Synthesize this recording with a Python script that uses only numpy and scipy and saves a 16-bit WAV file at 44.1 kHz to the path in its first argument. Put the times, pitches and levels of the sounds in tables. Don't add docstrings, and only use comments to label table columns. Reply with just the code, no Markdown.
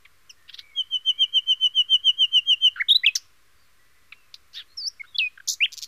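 import sys
import numpy as np
from scipy import signal
from scipy.fft import rfft, irfft
from scipy.io import wavfile
from scipy.ndimage import uniform_filter1d

SR = 44100
rng = np.random.default_rng(int(sys.argv[2]) if len(sys.argv) > 2 else 0)


def int16_out(signal):
    q = np.round(np.clip(np.atleast_2d(signal).T, -1, 1) * 32767)
    wavfile.write(sys.argv[1], SR, q.astype(np.int16))


N = 258867

# (frequency [Hz], relative level [dB])
AIR_RUMBLE = [(25, -6.5), (82, 0), (120, -7.5), (190, -14.5), (450, -13.5), (950, -21)]
AIR_HISS = [(590, -39.5), (1000, -5.5), (2010, -6), (3150, -12), (4650, -13), (6260, -16), (14500, -19),
            (15500, -29.5)]
# (start [s], length [s], first pitch [Hz], last pitch [Hz], level [dB], throat [Hz])
CHIPS = [(.05, .016, 1320, 810, -43, 1950), (3.1528, .017, 2200, 1350, -15.3, 5300),
         (4.122, .011, 1400, 1000, -33, 2250), (4.3405, .008, 1080, 1650, -31.5, 4350)]
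# (start [s], length [s], first pitch [Hz], last pitch [Hz], level [dB], throat [Hz])
SQUEAK = (.293, .022, 3250, 2400, -40, 4150)
# (start [s], length [s], first pitch [Hz], turning pitch [Hz], last pitch [Hz],
# turning point [0-1], level [dB])
FAR_WHISTLES = [(.37, .19, 1850, 1790, 2000, .3, -67), (.58, .19, 2200, 2300, 2170, .4, -55.5),
                (1.09, .2, 2170, 2380, 2330, .75, -58.5), (1.34, .1, 2280, 2330, 2230, .4, -65),
                (3.55, .12, 4700, 4650, 4200, .3, -77), (3.78, .28, 1950, 2003, 2000, .6, -71),
                (4.1, .2, 2650, 2720, 2500, .25, -73), (4.675, .06, 4100, 4150, 4300, .3, -65),
                (5.05, .09, 3200, 3850, 3250, .45, -63), (5.8, .07, 4310, 4400, 4150, .4, -56)]
# (time [s], pitch [Hz], level [dB], throat [Hz])
CREAKS = [(.497, 1750, -35, 3050), (.545, 2020, -32.5, 3700), (.593, 2020, -30.2, 3600)]
# (start [s], length [s], first pitch [Hz], last pitch [Hz],
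# share held before the fall [0-1], level [dB])
SLURS = [(0.743, 0.086, 3301, 2941, 0.27, -21.5), (0.894, 0.089, 3209, 2894, 0.15, -21.3),
         (1.04, 0.084, 3147, 2830, 0.53, -16.6), (1.171, 0.087, 3196, 2821, 0.5, -15.7),
         (1.317, 0.086, 3160, 2808, 0.51, -15.3), (1.452, 0.094, 3092, 2810, 0.59, -15.9),
         (1.588, 0.098, 3073, 2881, 0.52, -16.0), (1.731, 0.098, 3190, 2810, 0.29, -15.3),
         (1.876, 0.098, 3148, 2864, 0.47, -13.9), (2.025, 0.093, 3200, 2788, 0.4, -14.1),
         (2.163, 0.101, 3188, 2750, 0.45, -15.1), (2.305, 0.099, 3129, 2742, 0.41, -14.1),
         (2.448, 0.105, 3209, 2706, 0.42, -14.7), (2.596, 0.1, 3142, 2788, 0.45, -13.5)]
# (harmonic [number], relative level [dB])
SLUR_OVERTONES = [(2, -32.5), (3, -41.5), (4, -50)]
CLEAR_OVERTONES = [(2, -38), (3, -45), (4, -58)]
# (first pip [s], spacing [s], pips [count], pitch [Hz], level [dB])
PIP_RUNS = [(2.7635, .009, 4, 1500, -33), (5.039, .007, 3, 1450, -48), (5.379, .025, 2, 1560, -39)]
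# (start [s], length [s], first pitch [Hz], turning pitch [Hz], last pitch [Hz],
# turning point [0-1], loudest point [0-1], level [dB])
BENDS = [(2.794, .031, 1400, 2220, 1350, .58, .62, -18), (2.882, .018, 2900, 3770, 3600, .65, .68, -14.5),
         (2.895, .04, 2950, 3810, 3450, .78, .48, -10.5), (2.944, .029, 3250, 4020, 3960, .62, .6, -11),
         (3.032, .023, 2150, 1960, 2780, .22, .65, -17), (4.994, .026, 2500, 2170, 2170, .4, .8, -28.5),
         (5.143, .024, 3340, 3360, 3560, .3, .85, -26.5), (5.6025, .052, 1800, 2340, 3500, .18, .6, -14.3),
         (5.648, .016, 3700, 3600, 1400, .1, .55, -22)]
# (start [s], length [s], top pitch [Hz], settled pitch [Hz],
# first level [dB], last level [dB])
DIVES = [(3.0612, .039, 3850, 2540, -15, -16.5), (5.1825, .103, 5050, 2620, -20.3, -27.3)]
# (start [s], length [s], slack pitch [Hz], full pitch [Hz], level [dB],
# first throat [Hz], last throat [Hz])
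SNARL = (4.524, .112, 1100, 1850, -35.5, 4900, 2450)
# (time [s], pitch [Hz], level [dB])
SCOOP = [(4.768, 5717, -49), (4.78, 5471, -30), (4.822, 4581, -34), (4.852, 4516, -30), (4.862, 4641, -28),
         (4.882, 5609, -22), (4.89, 5717, -33)]
# (start [s], length [s], first pitch [Hz], turning pitch [Hz],
# last pitch [Hz], level [dB])
BUZZ = (5.4745, .069, 5000, 5800, 6200, -21.5)
# (first tick [s], ticks [count], level [dB])
RATTLES = [(5.722, 4, -32), (5.771, 4, -29), (5.819, 5, -27.5)]


def from_db(db):
    return 10 ** (np.asarray(db) / 20)


def rms_one(x):
    return x / np.sqrt(np.mean(x ** 2) + 1e-20)


def band(x, low_hz, high_hz, order=2):
    sos = signal.butter(order, [low_hz, min(high_hz, .45 * SR)], "band", fs=SR, output="sos")
    return signal.sosfilt(sos, x)


def wander(size, rate_hz):
    pole = np.exp(-2 * np.pi * rate_hz / SR)
    noise = rng.standard_normal(size + SR // 10)
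    return rms_one(signal.lfilter([1], [1, -2 * pole, pole * pole], noise))[-size:]


def span(start, length):
    t = start + np.arange(max(int(length * SR), 64)) / SR
    return t, np.linspace(0, 1, len(t))


def fade(t, attack_s=.0065, release_s=.0045):
    rise, fall = np.clip((t - t[0]) / attack_s, 0, 1), np.clip((t[-1] - t) / release_s, 0, 1)
    return (np.sin(np.pi / 2 * rise) * np.sin(np.pi / 2 * fall)) ** 2


def bend(u, first_hz, turn_hz, last_hz, turn):
    away = np.interp(u, [0, turn, 1], [-1, 0, 1])
    return turn_hz + (np.where(away < 0, first_hz, last_hz) - turn_hz) * np.abs(away) ** 1.5


def add(out, t, note):
    edge = np.clip(np.minimum(t - t[0], t[-1] - t) / .0007, 0, 1)
    start = max(int(t[0] * SR), 0)
    part = (note * np.sin(edge * np.pi / 2) ** 2)[:max(N - start, 0)]
    out[start:start + len(part)] += part


def hush(spectrum, level_db, side_db, low_hz, high_hz):
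    hz = np.maximum(np.arange(N // 2 + 1) * SR / N, 1)
    points_hz, points_db = np.transpose(spectrum)
    gain = from_db(np.interp(np.log(hz), np.log(points_hz), points_db)) * (hz > low_hz) * (hz < high_hz)
    mid, side = irfft(rfft(rng.standard_normal((2, N))) * gain, N)
    return from_db(level_db) * (rms_one(mid) + from_db(side_db) * rms_one(side) * [[1], [-1]])


def rasp(hz, level_db, throat_hz, width_hz, jitter, hoarse, top_hz):
    size = len(hz)
    phase = 2 * np.pi * np.cumsum(hz * (1 + jitter * wander(size, 900))) / SR
    k = np.arange(1, 11)[:, None]
    detune = (k * hz / throat_hz - throat_hz / (k * hz)) * throat_hz / width_hz
    rolloff = 1 / (1 + (k * hz / top_hz) ** 22)
    gain = rolloff / np.sqrt(1 + detune ** 2)
    tone = (gain * np.sin(k * phase - np.arctan(detune))).sum(0) / np.sqrt((gain ** 2).sum(0) / 2)
    uneven = 1 + hoarse * rms_one(band(rng.standard_normal(size + 2000), 150, 700))[-size:]
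    return from_db(level_db) * tone * uneven / np.sqrt(1 + hoarse ** 2)


def harsh_voice(hz, level_db, throat_hz):
    return rasp(hz, level_db, throat_hz, width_hz=800, jitter=.015, hoarse=.25, top_hz=throat_hz + 2100)


def chips(loudest=.35, sag_db=24, throat_follows=.35):
    out = np.zeros(N)
    for start, length, first_hz, last_hz, db, throat_hz in CHIPS:
        t, u = span(start, length)
        hz = np.geomspace(first_hz, last_hz, len(t))
        resonance_hz = throat_hz * (hz / hz.mean()) ** throat_follows
        add(out, t, harsh_voice(hz, db - sag_db * np.abs(u - loudest), resonance_hz))
    return out


def sizzle(song, gain_db, growth, from_hz, linger_s=.002):
    shrill = band(song, from_hz, 8000)
    keep = np.exp(-1 / (linger_s * SR))
    loudness = np.sqrt(signal.lfilter([1 - keep], [1, -keep], shrill ** 2 + 1e-18))
    hiss = rms_one(band(rng.standard_normal(N), 9400, 15000, order=4))
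    return from_db(gain_db) * loudness ** growth * hiss


def foliage(song, near_db, near_t60, far_db, far_t60):
    t = np.arange(SR) / SR
    near = rng.standard_normal(SR) * from_db(-60 * t / near_t60) * (t > .002)
    far = rng.standard_normal(SR) * from_db(-60 * t / far_t60) * (t > .015)
    echo = from_db(near_db) * near / np.linalg.norm(near) + from_db(far_db) * far / np.linalg.norm(far)
    return song + signal.fftconvolve(song, echo)[:N]


def squeak():
    out = np.zeros(N)
    start, length, first_hz, last_hz, db, throat_hz = SQUEAK
    t, u = span(start, length)
    hz = np.geomspace(first_hz, last_hz, len(t))
    note = rasp(hz, db, throat_hz, width_hz=720, jitter=.004, hoarse=0, top_hz=7600)
    add(out, t, np.sin(np.pi * u) * note)
    return out


def whistle(hz, level_db, jitter, waver, shimmer_db, overtones=()):
    size = len(hz)
    unsteady = 1 + jitter * wander(size, 350) + waver * wander(size, 45)
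    phase = 2 * np.pi * np.cumsum(hz * unsteady) / SR
    leak = sum(from_db(db + 2.6 * wander(size, 120)) * np.sin(round(k) * phase) * (k * hz < SR / 2)
               for k, db in overtones)
    return np.sqrt(2) * (np.sin(phase) + leak) * from_db(level_db + shimmer_db * wander(size, 90))


def far_birds(sag_db=12):
    out = np.zeros(N)
    for start, length, first_hz, turn_hz, last_hz, turn, db in FAR_WHISTLES:
        t, u = span(start, length)
        hz = bend(u, first_hz, turn_hz, last_hz, turn)
        add(out, t, whistle(hz, db - sag_db * np.abs(u - .5), jitter=0, waver=.011, shimmer_db=3))
    return foliage(out, near_db=1, near_t60=.1, far_db=-9.5, far_t60=.6)


def creaks(rise_s=.018, fall_s=.009, peak_s=.006, pitch_drop=.5, range_db=20):
    out = np.zeros(N)
    for peak, peak_hz, db, throat_hz in CREAKS:
        t, _ = span(peak - rise_s, rise_s + fall_s)
        slack = 1 - np.exp(-np.abs(t - peak) / peak_s)
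        add(out, t, harsh_voice(peak_hz * (1 - pitch_drop * slack), db - range_db * slack, throat_hz))
    return out


def slurs(swell_db=42, swell_share=.618, quiver_hz=75, quiver_db=1.6, hook_hz=60, hook_s=.005):
    out = np.zeros(N)
    for start, length, first_hz, last_hz, hold, db in SLURS:
        t, u = span(start, length)
        hz = np.interp(u, [hold, 1], [first_hz, last_hz])
        hz -= hook_hz * np.exp((t - t[-1]) / hook_s)
        quiver = np.clip(4 * u - 2, 0, 1) * np.sin(2 * np.pi * (quiver_hz * t + rng.random()))
        hz *= 1 + .003 * quiver
        level_db = db - swell_db * np.clip(1 - u / swell_share, 0, 1) ** 2 + quiver_db * quiver
        note = whistle(hz, level_db, jitter=.0012, waver=.004, shimmer_db=.4, overtones=SLUR_OVERTONES)
        add(out, t, fade(t, attack_s=.012, release_s=.0238) * note)
    return out


def pips(half_s=.0049, fall=.15, scatter=.035):
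    out = np.zeros(N)
    for first, spacing, count, pitch_hz, db in PIP_RUNS:
        for k in range(round(count)):
            t, u = span(first + k * spacing - half_s, 2 * half_s)
            hz = pitch_hz * (1 + fall * (1 - 2 * u) + scatter * rng.standard_normal())
            note = rasp(hz, db, throat_hz=hz, width_hz=350, jitter=.018, hoarse=.18, top_hz=4270)
            add(out, t, np.sin(np.pi * u) * note)
    return out


def clear_voice(hz, level_db):
    return whistle(hz, level_db, jitter=.004, waver=.002, shimmer_db=.6, overtones=CLEAR_OVERTONES)


def bends(sag_db=16):
    out = np.zeros(N)
    for start, length, first_hz, turn_hz, last_hz, turn, loudest, db in BENDS:
        t, u = span(start, length)
        hz = bend(u, first_hz, turn_hz, last_hz, turn)
        add(out, t, fade(t) * clear_voice(hz, db - sag_db * np.abs(u - loudest)))
    return out


def dives(dive_s=.0078, sag_hz_per_s=1700, accent_db=7.5):
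    out = np.zeros(N)
    for start, length, top_hz, settled_hz, first_db, last_db in DIVES:
        t, u = span(start, length)
        height = np.exp(-(t - start) / dive_s)
        hz = settled_hz + (top_hz - settled_hz) * height - sag_hz_per_s * (t - start)
        level_db = first_db + (last_db - first_db) * u + accent_db * height
        add(out, t, fade(t, attack_s=.0035, release_s=.016) * clear_voice(hz, level_db))
    return out


def snarl(steepness=1.7, flutter_hz=302, flutter_depth=.37):
    out = np.zeros(N)
    start, length, slack_hz, full_hz, db, first_throat_hz, last_throat_hz = SNARL
    t, u = span(start, length)
    effort = np.abs(np.sin(np.pi * u))
    hz = slack_hz + (full_hz - slack_hz) * effort
    throat_hz = np.geomspace(first_throat_hz, last_throat_hz, len(t))
    rate_hz = flutter_hz * (1 + .1 * wander(len(t), 76))
    flutter = 1 + flutter_depth * np.sin(2 * np.pi * np.cumsum(rate_hz) / SR)
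    note = rasp(hz, db, throat_hz, width_hz=1000, jitter=.027, hoarse=.55, top_hz=throat_hz + 1700)
    add(out, t, effort ** steepness * flutter * note)
    return out


def scoop():
    out = np.zeros(N)
    times, *columns = np.transpose(SCOOP)
    t = np.arange(times[0], times[-1], 1 / SR)
    hz, level_db = (uniform_filter1d(np.interp(t, times, c), size=66, mode="nearest") for c in columns)
    add(out, t, fade(t) * clear_voice(hz, level_db))
    return out


def buzz(rate_hz=84.5, crest_s=5.4883, swing=.26, throb_db=3, loudest=.21, sag_db=10):
    out = np.zeros(N)
    start, length, first_hz, turn_hz, last_hz, db = BUZZ
    t, u = span(start, length)
    crest = np.cos(2 * np.pi * rate_hz * (t - crest_s))
    hz = bend(u, first_hz, turn_hz, last_hz, loudest) * (1 + swing * crest)
    level_db = db - np.interp(u, [0, loudest, 1], [sag_db, 0, sag_db]) + throb_db * (crest - 1)
    for ratio, voice_db in (1, 0), (.84, -3):
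        add(out, t, whistle(hz * ratio, level_db + voice_db, jitter=.025, waver=0, shimmer_db=2))
    return band(out, 2700, 7350, order=5)


def rattles(spacing_s=.0063, half_s=.00219, tick_hz=1400, first_tick_db=-6.5):
    out = np.zeros(N)
    for first, count, db in RATTLES:
        for k in range(round(count)):
            t, u = span(first + k * spacing_s - half_s, 2 * half_s)
            hz = tick_hz * (1 - np.abs(u - .5))
            level_db = db + first_tick_db * (k == 0)
            flick = rasp(hz, level_db, throat_hz=5300, width_hz=3000, jitter=.08, hoarse=.25, top_hz=7000)
            add(out, t, np.hanning(len(t)) * flick)
    return band(out, 2970, 10600, order=3)


def scene():
    row = slurs()
    pure = bends() + dives() + scoop() + pips()
    pure += from_db(8.5) * band(pure, 10300, 12300)
    calls = chips() + creaks() + squeak() + snarl()
    chatter = buzz() + rattles()
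    row += sizzle(row, gain_db=-45, growth=.89, from_hz=4400)
    row = foliage(row, near_db=-20, near_t60=.17, far_db=-33, far_t60=.45)
    pure += sizzle(pure, gain_db=-32.5, growth=1.4, from_hz=3000)
    pure = foliage(pure, near_db=-18.5, near_t60=.12, far_db=-32.5, far_t60=.45)
    calls += sizzle(calls, gain_db=-18, growth=1.05, from_hz=4600)
    chatter += sizzle(chatter, gain_db=-17.5, growth=.91, from_hz=4800)
    harsh = foliage(calls + chatter, near_db=-9, near_t60=.066, far_db=-27.5, far_t60=.3)
    thrush = band(row + pure + harsh, 1270, SR / 2, order=7)
    air = hush(AIR_RUMBLE, level_db=-69.5, side_db=-18.5, low_hz=10, high_hz=1079.4)
    air += hush(AIR_HISS, level_db=-64, side_db=-17.5, low_hz=996, high_hz=SR / 2)
    return thrush + far_birds() + air


def record(dry):
    cutoff_hz, offset = 15200, -.0015
    lowpass = signal.ellip(8, .05, 60, cutoff_hz, fs=SR, output="sos")
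    return signal.sosfiltfilt(lowpass, dry) + offset


dry = scene()
out = record(dry)
int16_out(out)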